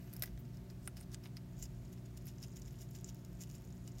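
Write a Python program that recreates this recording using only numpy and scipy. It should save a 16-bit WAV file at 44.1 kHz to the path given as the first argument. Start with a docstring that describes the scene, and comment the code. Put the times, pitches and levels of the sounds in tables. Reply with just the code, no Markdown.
"""A cage in a quiet, humming, rumbling room: close up, a hamster gnaws carrot in a ceramic bowl.
Bedding rustles and claws knock and scratch on the bowl, then the bites start. Each bite is a
swelling crackle of bursting cells, with sharp snaps where a piece gives way. Faint tooth ticks
and moist pulp fill the gaps. The bowl rings briefly after each knock and snap."""
import sys
import numpy as np
from scipy import signal
from scipy.fft import rfft, irfft
from scipy.io import wavfile

SR = 44100
rng = np.random.default_rng(int(sys.argv[2]) if len(sys.argv) > 2 else 0)


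def output_pcm(signal):
    """Save a mono or channel-first signal as 16-bit PCM at the path in sys.argv[1].

    Samples are clipped to [-1, 1] before scaling.
    """
    pcm = np.clip(np.atleast_2d(signal).T, -1, 1) * 32767
    wavfile.write(sys.argv[1], SR, np.round(pcm).astype(np.int16))


N = 176400
T = np.arange(N) / SR
ONSET_S = .00035

# carrot chewed in the mouth: f/Hz, gain/dB
CHEWED_SPECTRUM = [(300, -14), (800, -13), (1500, -9), (2000, -5), (3000, -2.5), (4200, -5.5), (5200, 3.5),
                   (6000, 2), (7100, 3), (8000, -7), (9400, -5), (10600, -8.5), (12000, -3), (12800, -4),
                   (13600, -9.5), (15000, -6), (16500, -10)]


def amp(db):
    """Decibels to gain."""
    return 10 ** (np.asarray(db) / 20)


def unit(x):
    """Scale to rms 1."""
    return x / np.sqrt(np.mean(x ** 2) + 1e-20)


def spectrum_db(points, hz):
    """Interpolate a spectrum over log frequency."""
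    f, db = np.transpose(points)
    return np.interp(np.log(hz + 1), np.log(f), db)


def add(mix, at_s, sound):
    """Mix a sound in at a time."""
    part = mix[max(round(at_s * SR), 0):][:len(sound)]
    part += sound[:len(part)]


def colour(x, points, low_db=0, top_db=0, ring_hz=None, size=1024):
    """Minimum-phase filter: spectrum, two shelves, optional resonance. Keeps the energy."""
    hz = abs(np.fft.fftfreq(size, 1 / SR))
    db = spectrum_db(points, hz) + np.interp(hz, (670, 11400), [low_db, 0])
    db += np.interp(hz, (7700, 11000), [0, top_db])
    if ring_hz:
        db += 5 / (1 + ((hz - ring_hz) / 260) ** 2)
    response = np.exp(np.conj(signal.hilbert(np.log(amp(db)))))
    y = signal.fftconvolve(x, np.fft.ifft(response).real[:size // 2])
    return y * np.sqrt(np.sum(x ** 2) / (np.sum(y ** 2) + 1e-20))


def noise(density):
    """Noise with amplitude density(f) per root Hz."""
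    white = rfft(rng.standard_normal(N))
    return irfft(white * density(np.fft.rfftfreq(N, 1 / SR)), N) * np.sqrt(SR / 2)


def burst(decay_s, hz=None, uneven=.6):
    """Brief fracture noise, or a damped ring if pitched. Energy of 1 ms at rms 1."""
    t = np.arange(700) / SR
    envelope = (1 - np.exp(-t / ONSET_S)) * np.exp(-t / decay_s)
    if hz is None:
        spectrum = rfft(envelope * rng.standard_normal(len(t)))
        spectrum /= abs(spectrum) ** (1 - uneven)  # 0 flat, 1 like noise
        y = irfft(spectrum) * np.exp(-t / (10 * decay_s))
    else:
        y = envelope * np.sin(2 * np.pi * hz * t)
    return y / np.linalg.norm(y) * np.sqrt(SR / 1000)


def crackle(per_s, pitches=32, spread_db=4, decay_s=.00028):
    """Random short pitched pops, mostly small, a few large."""
    onsets = np.flatnonzero(rng.random(N) < per_s / SR)
    gain = amp(spread_db * np.minimum(rng.exponential(1, N), 3.5)) * rng.choice([-1, 1], N)
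    pitch_index = rng.integers(0, pitches, N)
    t, out = T[:SR // 500], np.zeros(N)
    pop_hz = np.linspace(700, 16000, pitches)[:, None]
    pops = np.sin(2 * np.pi * pop_hz * t) * np.exp(-t / decay_s)
    for n in onsets:
        add(out, n / SR, gain[n] * pops[pitch_index[n]])
    return unit(out)


def room():
    """Air noise with low resonances, wavering mains hum, soft low bumps."""
    air = [(20, -104), (35, -102.5), (75, -78.5), (100, -79.5), (170, -85.5), (215, -89), (265, -94.5),
           (340, -89.5), (450, -99), (560, -96.5), (680, -101.5), (1000, -105), (1400, -106.5),
           (2000, -108), (3000, -111.5), (6500, -114), (10300, -119), (13000, -115.5), (16000, -119)]  # noise floor: f/Hz, density/(dB per Hz)
    resonances = [(52.6, 16, -73.5), (140.1, 13.1, -68.5), (191, 65, -84), (380.4, 22, -84)]  # air resonances: f/Hz, width/Hz, density/(dB per Hz)
    hum = [(60, -60), (120, -53.5), (180, -58), (240, -64.5), (300, -69), (360, -70.5), (420, -85),
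           (600, -80.5), (660, -78.5), (700.6, -80), (900, -83)]  # mains lines: f/Hz, rms level/dB
    bumps = [(.36, 0.03, -44.5, 54.47), (.45, 0.019, -52, 235), (1.62, 0.027, -50.5, 47),
             (1.73, 0.22, -58, 44), (2.67, 0.11, -55.5, 46), (3.37, 0.084, -53.5, 56),
             (3.665, 0.0084, -64, 440), (3.97, 0.031, -50.5, 48)]  # low bumps: t/s, width/s, level/dB, f/Hz
    out = noise(lambda f: amp(spectrum_db(air, f)))
    for hz, width_hz, db in resonances:
        out += noise(lambda f: amp(db) / (1 + ((f - hz) / width_hz) ** 2) ** 2)
    for hz, db in hum:
        waver = 1 + .2 * unit(noise(lambda f: np.exp(-f / 13)))
        out += amp(db) * np.sqrt(2) * waver * np.sin(2 * np.pi * (hz * T + rng.random()))
    for at_s, width_s, db, hz in bumps:
        swell = np.exp(-((T - at_s) / width_s) ** 2)
        out += amp(db) * np.sqrt(2) * swell * np.sin(2 * np.pi * (hz * T + rng.random()))
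    return out


def cage(x):
    """Add reflections: bowl and walls, faint room tail, hollow of the cage."""
    hollow = [(250, -12), (550, 6.5), (1000, -3), (1500, 7.5), (2100, -3.5), (2900, 7.5), (6000, -32.5),
              (16000, -46)]  # cage resonance: f/Hz, gain/dB
    t, out = T[:SR // 3], x.copy()
    for t60_s, db, tint in (.024, -7, None), (.038, -10, None), (.035, -13, hollow):
        tail = rng.standard_normal(len(t)) * (t > .001) * 1000 ** (-t / t60_s)
        if tint:
            tail = colour(tail, tint)
        out += amp(db) * signal.fftconvolve(x, tail / np.linalg.norm(tail))[:N]
    return out


def bowl_ring(t60_s=.022):
    """Damped modes of the ceramic bowl, slightly detuned for each blow."""
    modes = [(1220, -23), (1530, -20), (1916, -13), (2090, -16), (2270, -20), (2446, -19), (3130, -26),
             (3600, -26), (4206, -27), (4890, -25), (12500, -29)]  # bowl modes: f/Hz, relative level/dB
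    t = T[:SR // 8]
    detune = 1 + .02 * rng.uniform(-1, 1, len(modes))
    ring = sum(amp(db) * np.sin(2 * np.pi * (hz * ratio * t + rng.random()))
               for (hz, db), ratio in zip(modes, detune))
    return ring * 1000 ** (-t / t60_s)


def scrabbling(knock_gain_db=.5, grit_db=-13, grit_s=.005):
    """Bedding rustles and fades; knocks on the bowl drag into grit; claws scratch the glaze."""
    rustle_levels = [(0, -70.5), (.1, -71.5), (.25, -72), (.32, -86), (.6, -84), (.8, -103)]  # bedding envelope: t/s, level/dB
    rustle_spectrum = [(500, -18), (1800, 10.5), (3500, 2), (6500, 5), (8000, 0), (10500, -8), (12500, 12),
                       (13700, -3), (15500, 4)]  # bedding: f/Hz, gain/dB
    # claws and carrot on the bowl: t/s, relative level/dB, low shelf/dB, top shelf/dB
    knocks = [(0.1292, -52.5, 0, 5), (0.1362, -45, -6.5, 5), (0.153, -59, -8, 2), (.165, -46, -10, 0.5),
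              (.195, -50, -19, 4), (.2224, -31, -1.5, 3), (.2247, -43, -1, 8), (.2285, -41.5, -5, 4),
              (0.234, -44, -8, 1), (0.2358, -37, 3.5, 10), (0.239, -45.5, 3, 2), (0.2582, -48.5, -2, 3),
              (0.3761, -58.5, 2, -13), (0.4522, -64, 7, -14)]
    knock_spectrum = [(250, 1), (700, 2.5), (1200, -14), (1950, -0.5), (2400, -2.5), (2900, -6.5),
                      (3900, -3), (5200, 4), (7600, -4.5), (8700, -2), (11200, -1.5), (12600, 6.5),
                      (13800, -4), (14800, 0.5), (16500, -11)]  # struck bowl: f/Hz, gain/dB
    scratches = [(.26, 0.014, -64, 13500), (.399, 0.011, -65.5, 15000), (1.598, 0.012, -66, 15000)]  # claws on glaze: t/s, width/s, level/dB, f/Hz
    bedding = colour(unit(rng.standard_normal(N) + crackle(per_s=880)), rustle_spectrum)[:N]
    out = amp(np.interp(T, *np.transpose(rustle_levels))) * bedding
    t = T[:SR // 30]
    for at_s, db, low_db, top_db in knocks:
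        blow = amp(grit_db) * np.exp(-t / grit_s) * rng.standard_normal(len(t))
        add(blow, 0, burst(decay_s=.0008))
        add(out, at_s, amp(db + knock_gain_db) * colour(blow, knock_spectrum, low_db, top_db))
        add(out, at_s, amp(db + low_db + knock_gain_db) * bowl_ring())
    for at_s, width_s, db, hz in scratches:
        hiss = unit(noise(lambda f: 1 / (1 + ((f - hz) / 1800) ** 2)))
        out += amp(db) * np.exp(-((T - at_s) / width_s) ** 2) * hiss
    return out


def carrot_spectrum(at_s, chew_start_s=1.5):
    """Carrot is gnawed first, then chewed."""
    gnawed = [(300, -23), (800, -11), (1500, -6), (2000, -2), (3000, -4.5), (4200, -2.5), (5200, 4),
              (6000, 1), (7100, -1), (8300, -3.5), (9400, 0.5), (10600, -9), (12200, 1), (13600, -12),
              (15000, -7), (16500, -4.5)]  # carrot at the front teeth: f/Hz, gain/dB
    return gnawed if at_s < chew_start_s else CHEWED_SPECTRUM


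def chewing():
    """Fine crackle of moist pulp."""
    levels = [(1.5, -92), (1.58, -75), (1.75, -79), (2.1, -82), (2.4, -75), (2.65, -73), (3.0, -75),
              (3.25, -79), (3.5, -71), (3.7, -74), (3.82, -78), (4, -76)]  # pulp envelope: t/s, level/dB
    pulp = colour(crackle(per_s=450), CHEWED_SPECTRUM, low_db=-10, top_db=-8, ring_hz=6900)[:N]
    return amp(np.interp(T, *np.transpose(levels))) * pulp


def ticking(gain_db=4, low_db=-10.5):
    """Single tooth ticks with a short ring."""
    ticks = [(.571, -60.5, -6), (0.709, -67, -5), (.963, -67, -1), (1.1173, -61.5, -19), (1.2525, -62, 12),
             (1.597, -62, -10), (1.638, -58, 3), (1.641, -58, -4), (1.653, -59, -5), (2.2237, -67, 4),
             (2.2875, -59, 0), (2.385, -73, -2), (2.4822, -62.5, 1), (2.5685, -56, -3), (2.597, -60, 6),
             (2.6165, -67, -9), (2.6193, -55, -10), (2.6295, -66, -10), (2.653, -64, -17),
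             (2.708, -62, -12), (2.816, -58, -7), (2.9085, -58, 20), (2.9623, -61, 2), (2.987, -60.5, -10),
             (3.011, -63, -1), (3.146, -58, 7), (3.2487, -56.5, -4), (3.33, -65.5, -1), (3.4073, -54, -8),
             (3.492, -63, 0), (3.5, -58, -8), (3.506, -67, -5), (3.5122, -58.5, -7), (3.552, -62, 6),
             (3.6208, -67, 5), (3.6493, -63.5, 3), (3.984, -57.5, -8), (3.9925, -59, -8)]  # tooth ticks: t/s, relative level/dB, top shelf/dB
    out = np.zeros(N)
    for at_s, db, top_db in ticks:
        ring_hz = rng.uniform(4960, 7300)
        tick = colour(burst(decay_s=.0008), carrot_spectrum(at_s), low_db, top_db, ring_hz)
        add(out, at_s, amp(db + gain_db) * tick)
    return out


def fibre_ring(hz, spread=.075, decay_s=.0008):
    """A snapping fibre rings at five close pitches. Energy of 1 ms at rms 1."""
    t = T[:SR // 100]
    pitches_hz = hz * (1 + spread * np.linspace(-1, 1, 5))
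    ring = sum(np.sin(2 * np.pi * (f * t + rng.random())) for f in pitches_hz)
    ring *= (1 - np.exp(-t / ONSET_S)) * np.exp(-t / decay_s)
    return ring / np.linalg.norm(ring) * np.sqrt(SR / 1000)


def snapping(gain_db=-1.5, bowl_db=-7.5):
    """A piece gives way: crack, fibre ring, bowl ring, dull recoil."""
    # fractures: t/s, relative level/dB, low shelf/dB, top shelf/dB, ring f/Hz, ring re crack/dB
    snaps = [(0.701, -59, 3, 2, 5060, 4.5), (0.8754, -40, 18.5, 16, 9430, 4.5),
             (.969, -55, 17, 10, 4900, -4), (1.0107, -51.5, 14, 14, 9100, 1.5),
             (1.145, -39.5, -12, -18, 8550, -14), (1.369, -51.5, 9, 8, 5220, 6),
             (1.626, -45, -4, 12, 6620, 6.5), (2.174, -49, -9, -1.5, 8940, -10),
             (2.2688, -46, 4, 23, 12300, -2), (2.4276, -48.5, -1, 3, 5300, 4.5),
             (3.0444, -51.5, -21, -7, 6970, 12), (3.417, -54, -16, 0, 6950, 1),
             (3.4363, -45.5, -11, -9, 7000, -20), (3.877, -47, -9, -12, 7000, -9)]
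    recoil = [(827, -29.5, 0.003), (1400, -26.5, 0.0016)]  # knock of the piece: f/Hz, relative level/dB, decay/s
    out = np.zeros(N)
    for at_s, db, low_db, top_db, ring_hz, ring_db in snaps:
        crack = colour(burst(decay_s=.0007), carrot_spectrum(at_s), low_db, top_db)
        add(out, at_s, amp(db + gain_db) * crack)
        add(out, at_s, amp(db + gain_db + ring_db) * fibre_ring(ring_hz))
        add(out, at_s, amp(db + low_db / 2 + bowl_db) * bowl_ring())
        for knock_hz, knock_db, decay_s in recoil:
            add(out, at_s, amp(db + low_db + knock_db) * burst(decay_s, knock_hz))
    return out


def biting(gain_db=1.5, edge_db=-26, tear_gain=.55):
    """Cells burst faster than the ear can count, swelling with tooth pressure."""
    # bites: peak t/s, build-up/s, release/s, relative level/dB, low shelf/dB, top shelf/dB, ring f/Hz
    bites = [(0.276, 0.21, 0.057, -66, 23.5, 13, 6000), (0.549, .05, .04, -72.5, 9, 3, 5500),
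             (0.705, 0.023, 0.03, -68.5, 6, 2, 5000), (0.861, 0.086, 0.059, -66.5, -26, -11, 8000),
             (0.973, 0.016, 0.032, -59, 15, 8, 5170), (1.005, .04, 0.023, -65.5, -18, -13, 9600),
             (1.029, 0.012, 0.019, -62, -5, -4, 9600), (1.14, 0.039, 0.014, -58, 4, 4, 9600),
             (1.241, .02, 0.014, -62, 18, 13, 5300), (1.258, 0.018, 0.026, -58, 23, 7, 3870),
             (1.273, .008, 0.0075, -67, 16, 7, 2000), (1.371, 0.014, 0.021, -59.5, 14.5, 5, 5440),
             (1.597, 0.05, 0.025, -66.5, -18, -21, 6700), (1.636, 0.045, 0.024, -54, -20, -13, 7300),
             (1.656, .014, 0.015, -58.5, -3, 0, 7000), (1.755, .02, .02, -73, -6, -10, 6960),
             (1.854, 0.016, 0.0098, -65, -5, -8, 6940), (1.93, 0.019, 0.023, -61.5, 2, 4.5, 7100),
             (1.978, .014, 0.0099, -69, 23, -2, 7000), (2.06, 0.012, 0.014, -63.5, 15, 8, 6900),
             (2.176, 0.027, .03, -63.5, -1, 3, 7140), (2.257, 0.0061, .014, -60, -16, 4, 7000),
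             (2.279, 0.022, 0.055, -59, -4, 0, 5300), (2.418, 0.017, 0.017, -70.5, 14, 10, 7000),
             (2.438, .027, 0.031, -55, 2, -1, 6000), (2.567, 0.024, 0.039, -58, 8.5, 5, 7200),
             (2.68, 0.028, 0.017, -63, 6, 4, 7250), (2.727, 0.029, 0.024, -67.5, 9, 11, 11500),
             (2.789, 0.015, .024, -66.5, -11, -5, 7000), (2.818, 0.03, 0.041, -59, 2, 5, 7200),
             (2.953, 0.035, 0.041, -58.5, -4, -2, 7200), (3.062, 0.022, 0.061, -65.5, -16, -18, 7000),
             (3.095, 0.03, 0.017, -55, -3, -2, 5900), (3.19, 0.012, 0.019, -70.5, -4, 0, 7050),
             (3.42, 0.033, 0.028, -52, -8.5, -3, 7140), (3.554, 0.063, 0.039, -62.5, -1, 1, 7300),
             (3.76, 0.027, 0.027, -75.5, -17, -4, 7040), (3.878, .035, 0.044, -64.5, 6, 7, 5440),
             (3.993, 0.042, .035, -65, 3, 0, 7100)]
    out = np.zeros(N)
    cells = unit(crackle(per_s=3500) + tear_gain * rng.standard_normal(N))
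    for peak_s, build_s, release_s, db, low_db, top_db, ring_hz in bites:
        span = (T > peak_s - 1.5 * build_s) & (T < peak_s + 1.5 * release_s)
        t = T[span] - peak_s
        pressure = amp(edge_db * np.maximum(-t / build_s, t / release_s))
        crunch = colour(pressure * unit(cells[span]), carrot_spectrum(peak_s), low_db, top_db, ring_hz)
        add(out, T[span][0], amp(db + gain_db) * crunch)
    return out


def scene():
    """Humming room plus the hamster in its cage, mono."""
    return (room() + cage(scrabbling() + biting() + snapping() + ticking() + chewing()))[None]


def record(dry):
    """Low-pass at 16050 Hz."""
    taps = signal.firwin(255, 16050, window=("kaiser", 8), fs=SR)
    return signal.oaconvolve(dry, taps[None], "same")


dry = scene()
out = record(dry)
output_pcm(out)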